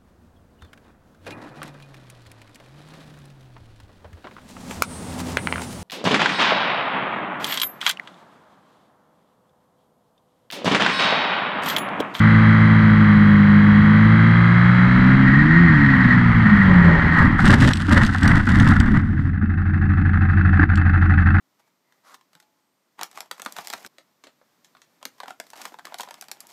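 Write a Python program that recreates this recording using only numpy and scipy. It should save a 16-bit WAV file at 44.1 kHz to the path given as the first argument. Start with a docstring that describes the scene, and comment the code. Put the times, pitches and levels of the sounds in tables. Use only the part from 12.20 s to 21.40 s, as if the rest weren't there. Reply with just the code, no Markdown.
"""A motorcycle, heard from a camera on its body, rounds a bend: the exhaust drones and wind rumbles.
The engine revs up as the tyre lets go, and the bike falls. Metal screeches and plastic grinds along the
asphalt, the bodywork knocks and the frame groans while the engine runs down. Then the bike ploughs and
bounces through gravel, and flying stones crack against the camera housing.
At last it rests on its side and keeps idling with a lumpy, rattling beat."""
import sys
import numpy as np
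from scipy import signal
from scipy.fft import irfft
from scipy.io import wavfile
from scipy.ndimage import uniform_filter1d, minimum_filter1d

SR = 44100
rng = np.random.default_rng(int(sys.argv[2]) if len(sys.argv) > 2 else 0)


def transcribe(u):
    """Save the signal u as a 16-bit wav file named by the first command-line argument.

    u: samples, shape (n,) or (channels, n), limited to [-1, 1]; the rate is SR.
    q: integer samples, one column per channel.
    """
    v = np.clip(np.atleast_2d(u).T, -1, 1)
    q = np.round(v * 32767).astype(np.int16)
    wavfile.write(sys.argv[1], SR, q)


N = 405719
T = np.arange(N) / SR

# Levels are relative. An "order" is a tone at a multiple of the engine's speed.
# A "colour" says how strong a sound is from low to high pitch.
# crank turns per second through the bend, the wheelspin and the run-down: t/s, f/Hz
CRANK_SPEED = [(0.1, 54.6), (0.55, 54.6), (0.94, 52.1), (1.26, 51.2), (1.62, 52.1), (2.85, 62.9),
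               (2.97, 66.5), (3.1, 65.2), (3.42, 87.3), (3.57, 72.6), (3.86, 61.2), (3.97, 60.5),
               (4.1, 58.0), (4.26, 53.9), (4.51, 45.7), (4.72, 41.4)]
# strong exhaust orders: multiple of the crank speed, level/dB, change with the throttle shut/dB
MAIN_ORDERS = [(2, 1, -3.5), (3, -4.5, -3.5), (4, 1.5, -2)]
# a strong order swells as it crosses a resonance of the exhaust pipe: f/Hz, level/dB
PIPE_COLOUR = [(82, -13), (102, -19), (110, -12), (124, -16), (135, -14), (155, -12.5), (178, -7),
               (206, -10.5), (222, -15.5), (255, -17), (310, -23), (350, -27.5)]
# weak exhaust orders: multiple of the crank speed, level/dB against the mean of the strong ones
WEAK_ORDERS = [(1, -35), (2.5, -22), (5, -21), (6, -17.5), (7, -21), (9, -15), (10, -17.5), (11, -12.5)]
# uneven beats of the four cylinders: place in the engine cycle (0-1), level/dB
CYLINDER_BEATS = [(.9, -1), (.02, -2), (.22, -6), (.43, 0)]
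# clatter of gears and valves while riding: t/s, level/dB
CLATTER_LEVEL = [(0, -22), (1.2, -25), (2.85, -22), (3.3, -21.5), (4.3, -20), (5.1, -22.5)]
# colour of that clatter: f/Hz, level/dB
ENGINE_COLOUR = [(252, -29), (420, -14), (680, -10.5), (1000, -3), (1350, 1.5), (2050, 2), (2400, -13.5),
                 (2900, -18.5), (3250, -15.5), (3650, -29), (4000, -22), (5500, -39.5), (8200, -48.5),
                 (11000, -56), (15000, -88.5)]
# ringing of the engine case: f/Hz, width/Hz
CASE_RING = [(3270, 27), (4000, 190)]
# rumble of the wind and the shaking camera mount: f/Hz, level/dB
RUMBLE_COLOUR = [(15, -12.5), (35, -1), (70, -1), (120, -0.5), (220, 1.5), (320, -10), (400, -26.5),
                 (700, -50), (4000, -96.5)]
# bodywork on asphalt: start t/s, length/s, screech level/dB, grinding level/dB
ROAD_SCRAPES = [(3.012, 0.92, -20, -31), (4.212, .82, -24, -28), (4.921, 0.088, -39, -21.5)]
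# screech of sliding metal: f/Hz, width/Hz, level/dB
METAL_SCREECH = [(1865, 129, 5), (1717, 200, -3), (3960, 670, -22.5), (8100, 8900, -52.5)]
# grinding of the plastic panels: f/Hz, level/dB
PLASTIC_COLOUR = [(228, -21), (380, -17.5), (600, -15.5), (1000, -2.5), (1900, 1.5), (2400, -26.5),
                  (4200, -30.5), (6000, -52), (9000, -71.5), (15000, -71)]
# ticking of grit and small stones: f/Hz, level/dB
TICK_COLOUR = [(600, -53), (1600, -13), (2700, 2), (3500, 0.5), (5000, -5), (6500, -12), (8000, -10.5),
               (10500, -21), (13000, -28.5), (15500, -38)]
# blows on the frame and panels: t/s, clack level/dB, thud level/dB
BODY_KNOCKS = [(3.135, -18, -6), (5.189, -11.5, -33), (5.242, -22, -10), (5.681, -20, -10.5),
               (5.889, -23, -20), (5.946, -16.5, -39), (6.018, -25, -22), (6.27, -16.5, -8.5),
               (6.395, -23, -30), (6.518, -17, -18), (6.56, -18.5, -10.5), (7.23, -40, -5.5),
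               (8.392, -16.5, -8), (8.428, -12, -10)]
# low tones of a thud: f/Hz, level/dB, time to fade by 60 dB/s
THUD_TONES = [(157, -1, 0.095), (226.6, 7, 0.07), (279, -9, 0.089)]
# panels, whether knocked or rattling at idle: f/Hz, level/dB
PANEL_COLOUR = [(240, -31.5), (400, -17.5), (630, -20.5), (770, -2), (950, -14), (1300, 2), (1700, 4.5),
                (2050, -4.5), (2300, -17.5), (2700, -21), (3100, -28), (4800, -36), (5400, -56),
                (8000, -69), (14000, -92)]
# the frame gouges the ground: middle t/s, half length/s, level/dB
FRAME_GOUGES = [(4.544, 0.083, -28.5), (4.716, 0.08, -24), (4.858, 0.029, -28), (5.03, 0.032, -31.5),
                (5.32, 0.067, -26), (5.463, 0.05, -28), (5.757, 0.06, -29)]
# hollow ringing of the frame: f/Hz, width/Hz
FRAME_RING = [(380, 89), (590, 133), (800, 400)]
# engine cycles per second at idle: t/s, f/Hz
IDLE_RATE = [(6.85, 12.9), (6.95, 12.2), (7.25, 12.3), (7.4, 12.6), (8.2, 12.6), (8.35, 12.35),
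             (8.9, 12.35), (9.03, 11.9), (9.2, 12.9)]
# exhaust orders at idle: multiple of the cycle rate, level/dB
BOOM_ORDERS = [(3, -14.5), (5, -25.5), (6, -25), (7, -2), (8, -11.5), (11, -16), (12, -15.5), (15, -16.5),
               (16, -13), (24, -22.5), (25, -24)]
# engine metal ringing at idle: f/Hz, width/Hz, level/dB
METAL_RING = [(2660, 180, -22.5), (5820, 360, -48), (7640, 200, -52.5)]
# digs into the gravel between bounces: start t/s, length/s, crunch, thump and spray level/dB
GRAVEL_DIGS = [(4.966, 0.17, -41, -17.5, -64), (5.212, 0.14, -19, -12.5, -34),
               (5.383, 0.086, -23, -13, -28.5), (5.686, 0.15, -21.5, -14.5, -36),
               (6.008, 0.18, -20, -13.5, -43), (6.273, 0.25, -22, -13.5, -41.5),
               (6.569, 0.21, -27, -14.5, -51), (6.803, 0.29, -41, -25.5, -62)]
# stones crunching under the bike: f/Hz, level/dB
GRAVEL_COLOUR = [(250, -20), (420, -8.5), (750, -1.5), (1400, 8.5), (1950, 9), (2400, -12), (3500, -16),
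                 (6000, -39.5), (15000, -89.5)]
# the frame thumping through gravel: f/Hz, level/dB
JOLT_COLOUR = [(30, -1.5), (60, -5.5), (90, 3.5), (170, -1), (280, -3.5), (370, -26), (700, -61),
               (4000, -84)]
# the largest stones that hit the camera housing: t/s, level/dB
STONE_HITS = [(5.256, -15.5), (5.285, -20), (5.504, -33), (5.5343, -15), (5.571, -21), (5.62, -27),
              (5.725, -18.5), (5.8492, -21), (5.8648, -20), (6.032, -18), (6.0777, -15), (6.318, -27),
              (6.4, -18.5), (6.483, -32), (6.601, -17), (8.5562, -27), (8.5747, -32)]
# ringing of the camera housing: f/Hz, level/dB, time to fade by 60 dB/s
HOUSING_TONES = [(3330, -18, 0.023), (5180, -15, 0.028), (7450, -20, 0.052)]

FALL_S, OFF_TRACK_S = 2.56, 5.45  # the bike starts to go down; it has left the track
IDLE_FROM_S, IDLE_BLEND_S = 4.95, 0.6  # the falling engine note settles into the idle
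DIG_ATTACK_S = 0.036


def amp(db):
    """Turns decibels into a gain to multiply by."""
    return 10 ** (np.asarray(db) / 20)


def unit(x):
    """Scales a signal to an average strength (rms) of 1."""
    return x / np.sqrt(np.mean(x ** 2) + 1e-20)


def curve(rows):
    """Joins (time, value) points with straight lines."""
    return np.interp(T, *np.transpose(rows))


def ramp(start, length):
    """0 before the start, then rising evenly to 1."""
    return np.clip((T - start) / length, 0, 1)


def contact(start, length, attack_s, release_s):
    """A loudness shape that rises, holds at 1 and dies away after its length."""
    return ramp(start, attack_s) * np.exp(-np.maximum(T - start - length, 0) / release_s)


def add(mix, s, sound):
    """Mixes a sound in at time s."""
    part = mix[round(s * SR):][:len(sound)]
    part += sound[:len(part)]


def wander(hz):
    """A smooth random wobble of strength 1, up to about hz."""
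    steps = rng.standard_normal(N // 32 + 2)
    smooth = signal.sosfilt(signal.butter(2, hz, fs=SR / 32, output="sos"), steps)
    return unit(np.interp(np.arange(N), np.arange(len(steps)) * 32, smooth))


def grains(per_s, spread_db):
    """Random clicks, mostly small and a few large."""
    size = amp(spread_db * np.minimum(rng.exponential(1, N), 4))
    return unit(size * rng.choice([-1, 1], N) * (rng.random(N) < per_s / SR))


def shaped(x, points, size=4096):
    """Filters a sound to the given colour; white noise keeps its level."""
    hz, db = np.transpose(points)
    bin_hz = abs(np.fft.fftfreq(size, 1 / SR))
    log_gain = np.log(amp(np.interp(np.log(bin_hz + 1), np.log(hz), db)))
    response = np.exp(np.conj(signal.hilbert(log_gain)))  # rings after a hit, never before it
    taps = np.fft.ifft(response).real[:size // 2]
    return signal.oaconvolve(x, taps / np.linalg.norm(taps))[:N]


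def colour(x, points):
    """Gives a sound a colour and a strength of 1."""
    return unit(shaped(x, points))


def resonate(x, hz, width):
    """Makes a sound ring around one pitch, at a strength of 1."""
    b, a = signal.iirpeak(hz, hz / width, SR)
    return unit(signal.lfilter(b, a, signal.lfilter(b, a, x)))


def repeating(turns, size=800):
    """A spinning part whirrs because the same roughness comes round on every turn."""
    one_turn = irfft(np.exp(2j * np.pi * rng.random(size // 2 + 1)))
    return unit(np.interp(turns % 1, np.arange(size) / size, one_turn))


def shaking(cycles, ring, between):
    """The loudness shape of a rattle: each cylinder's beat shakes loose a burst."""
    bursts = sum(amp(db) * np.exp(-((cycles - place) % 1) / ring) for place, db in CYLINDER_BEATS)
    return unit(between + uniform_filter1d(bursts, size=130))


def order(k, turns):
    """A tone at k times the crank speed; the pipe delays each differently, smearing pulses into a drone."""
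    return np.sqrt(2) * np.sin(2 * np.pi * (k * turns + k ** 2 / 5))


def pipe_db(k, crank_hz, shut_db, null_hz=237, null_width_hz=10):
    """How the pipe's resonances and the throttle change the level of a strong order."""
    hz = k * crank_hz
    shut = ramp(3.55, 0.24)  # the throttle closes
    # under load the firing order, the fourth, cancels itself around one pitch
    null_db = -16 * np.exp(-((hz - null_hz) / null_width_hz) ** 2) * (k == 4)
    drop_db = -8 * ramp(4.73, 0.071)  # the exhaust drone drops quickly at 4.7 s, under the scraping
    return np.interp(hz, *np.transpose(PIPE_COLOUR)) + (1 - shut) * null_db + shut * shut_db + drop_db


def exhaust(crank_hz, turns, waver, upright, muffle_db=14):
    """Pulses of gas leave the pipe as a drone of three strong tones and several weak ones."""
    strong = [(k, amp(db + pipe_db(k, crank_hz, shut_db))) for k, db, shut_db in MAIN_ORDERS]
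    drone = sum(gain * order(k, turns) * (1 + waver * wander(28)) for k, gain in strong)
    load = upright * sum(gain for _, gain in strong) / len(strong)
    for k, db in WEAK_ORDERS:
        silencer_db = np.interp(k * crank_hz, [335, 400], [0, muffle_db])  # only low tones get out freely
        drone += load * amp(db - silencer_db) * order(k, turns) * (1 + 2 * waver * wander(11))
    return drone


def clatter(turns, upright, gear_teeth=22):
    """Shafts whirr, valves rattle, the engine case rings and the gear teeth whine."""
    whirr = repeating(turns) + .5 * repeating(turns / 2, size=1600)  # crankshaft and camshafts
    rattle = shaking(turns / 2, ring=.12, between=1) * rng.standard_normal(N)
    drive = upright * whirr + rattle
    case_ring = unit(sum(resonate(drive, hz, width) for hz, width in CASE_RING))
    whine_db = -15 + 5 * ramp(1.8, .3)  # louder as the bike pulls out of the bend
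    whine = order(gear_teeth, turns) * amp(whine_db + 2.5 * wander(8))
    tones = upright * (amp(-22) * case_ring + whine)
    return (colour(drive, ENGINE_COLOUR) + tones) * amp(curve(CLATTER_LEVEL))


def riding_engine(exhaust_db=-2):
    """Exhaust and clatter follow the crank speed, then fade as the idle takes over."""
    crank_hz = curve(CRANK_SPEED)
    waver = np.interp(T, [3.2, 3.8], [.1, .28])  # the note breaks up once the bike is scraping
    upright = np.interp(T, [2.9, 3.2], [1, .35])  # the clean tones sink once the bike is down
    turns = np.cumsum(crank_hz * (1 + 0.011 * waver * wander(15))) / SR
    running = ramp(0, 0.005) - ramp(IDLE_FROM_S, IDLE_BLEND_S)
    return running * (amp(exhaust_db) * exhaust(crank_hz, turns, waver, upright) + clatter(turns, upright))


def buffeting(riding_db=-25, sliding_db=-18.5, resting_db=-26.5, dig_db=-4):
    """Wind and the shaking mount make a lumpy rumble, strongest while the bike slides and digs in."""
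    stage_db = np.interp(T, [FALL_S, FALL_S + .3, OFF_TRACK_S, OFF_TRACK_S + 0.13],
                         [riding_db, sliding_db, sliding_db, resting_db])
    _, thump, _ = digging()
    level = np.hypot(amp(stage_db), amp(dig_db) * thump)
    return colour(rng.standard_normal(N), RUMBLE_COLOUR) * level * amp(1.7 * wander(28))


def asphalt(ticks_db=-29):
    """The rough road catches on metal and plastic, which chatter as they slide; loose grit ticks."""
    screeching, grinding = sum(np.outer(amp(levels_db), contact(s, length, 0.073, release_s=0.095))
                               for s, length, *levels_db in ROAD_SCRAPES)
    chatter = wander(24)
    catches = grains(per_s=3000, spread_db=2.5)
    screech = unit(sum(amp(db) * resonate(catches, hz, width) for hz, width, db in METAL_SCREECH))
    grind = colour(grains(per_s=3000, spread_db=1), PLASTIC_COLOUR)
    grind += amp(ticks_db) * colour(grains(per_s=400, spread_db=5), TICK_COLOUR)
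    return screech * screeching * amp(1.9 * chatter) + grind * grinding * amp(1.7 * chatter)


def knocks(clack_s=0.0038, thud_rise_s=0.01):
    """Blows on the bodywork: a plastic clack over a short low thud."""
    clacks, thuds, t = np.zeros(N), np.zeros(N), T[:SR // 5]
    for s, clack_db, thud_db in BODY_KNOCKS:
        add(clacks, s, amp(clack_db) * t / clack_s * np.exp(1 - t / clack_s))
        thud = sum(amp(db - 60 * t / fade_s) * np.sin(2 * np.pi * hz * rng.uniform(0.865, 1.36) * t)
                   for hz, db, fade_s in THUD_TONES)
        add(thuds, s, amp(thud_db) * thud * (1 - np.exp(-t / thud_rise_s)))
    return shaped(clacks * rng.standard_normal(N), PANEL_COLOUR) + thuds


def gouges():
    """Where the frame digs in hard, it judders with a hollow groan."""
    pressure = sum(amp(db) * np.exp(-((T - s) / half) ** 4) for s, half, db in FRAME_GOUGES)
    judder = rng.standard_normal(N)
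    return pressure * unit(sum(resonate(judder, hz, width) for hz, width in FRAME_RING))


def idling_engine(boom_db=-13.5, rattle_db=-24.5, recover_from_s=7.066, recover_s=1):
    """A slow lumpy beat: one exhaust order booms, and the boom rattles the bodywork."""
    cycles = np.cumsum(curve(IDLE_RATE)) / SR
    cycles -= np.interp(7.7, T, cycles)  # a cycle starts at 7.7 s
    # the crash chokes the idle, then it picks up again
    choke_db = -11.5 * np.exp(-np.maximum(T - recover_from_s, 0) / recover_s)
    boom = np.zeros(N)
    for k, db in BOOM_ORDERS:
        # orders far from the booming seventh lag behind it and change most from cycle to cycle
        lag = (k - 7) ** 2 / 4 + 0.2 * abs(k - 7) * wander(4)
        boom += amp(db) * np.cos(2 * np.pi * k * (cycles - .1) - lag)
    shake = shaking(cycles, ring=.1, between=.25) * (1 + np.tanh(boom) ** 2) * rng.standard_normal(N)
    metal = sum(amp(db) * resonate(shake, hz, width) for hz, width, db in METAL_RING)
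    rattle = colour(shake, PANEL_COLOUR) + metal
    rattle *= amp(rattle_db + 1.62 * choke_db)  # the rattle grows back faster than the boom
    stumble = amp(np.interp(T, [8.44, 8.455, 8.48, 8.50], [4, -6, -2, 2.5]))  # the engine misses a beat
    running = ramp(IDLE_FROM_S, IDLE_BLEND_S)
    return running * stumble * (np.sqrt(2) * amp(boom_db + choke_db) * boom + rattle)


def digging():
    """Three loudness shapes (crunch, thump, spray) that swell each time the bike digs into the gravel."""
    return sum(np.outer(amp(levels_db), contact(s, length, DIG_ATTACK_S, release_s=0.029))
               for s, length, *levels_db in GRAVEL_DIGS)


def gravel(hail_from_s=5.17, hail_db=-39, fade_db_per_s=5.5, patter_db=9):
    """At each dig, stones crunch, the frame thumps and grit sprays; grit patters down in between."""
    crunch, thump, spray = digging()
    # thrown grit keeps raining on the bike, fading as it slows
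    hail = contact(hail_from_s, 1.4, DIG_ATTACK_S, release_s=0.12)
    hail *= amp(hail_db - fade_db_per_s * (T - hail_from_s))
    clumps = wander(38)
    crushed = grains(per_s=4000, spread_db=2.5)
    jolts = grains(per_s=900, spread_db=1.5)
    grit = grains(per_s=1200, spread_db=7) + .6 * rng.standard_normal(N)
    sound = colour(crushed, GRAVEL_COLOUR) * np.hypot(crunch, hail * amp(patter_db)) * amp(3.2 * clumps)
    sound += colour(jolts, JOLT_COLOUR) * thump * amp(clumps)
    return sound + colour(grit, TICK_COLOUR) * np.hypot(spray, hail) * amp(2.5 * clumps)


def stones(level_db=3, crack_s=0.0025):
    """Stones crack against the camera housing and make it ring briefly."""
    cracks, rings, t = np.zeros(N), np.zeros(N), T[:SR // 16]
    for s, stone_db in STONE_HITS:
        add(cracks, s, amp(stone_db) * np.exp(-t / crack_s))
        for hz, db, fade_s in HOUSING_TONES:
            struck_hz = hz * rng.uniform(.8, 1.2)  # the pitch shifts with the spot that is struck
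            add(rings, s, amp(stone_db + db - 60 * t / fade_s) * np.sin(2 * np.pi * struck_hz * t))
    return amp(level_db) * (.5 * shaped(cracks * rng.standard_normal(N), TICK_COLOUR) + rings)


def scene():
    """Adds up all the sounds at the one microphone."""
    bike = riding_engine() + idling_engine() + buffeting()
    crash = asphalt() + gouges() + gravel() + stones() + knocks()
    return (bike + crash)[None]


def record(dry):
    """A fast limiter turns down the loudest peaks; then the treble above 15500 Hz is cut."""
    gain = np.minimum(1, .92 / (abs(dry) + 1e-9))
    limited = dry * uniform_filter1d(minimum_filter1d(gain, size=301), size=301)
    lowpass = signal.firwin(511, 15500, window=("kaiser", 9), fs=SR)
    return signal.oaconvolve(limited, lowpass[None], "same")


dry = scene()
out = record(dry)
transcribe(out)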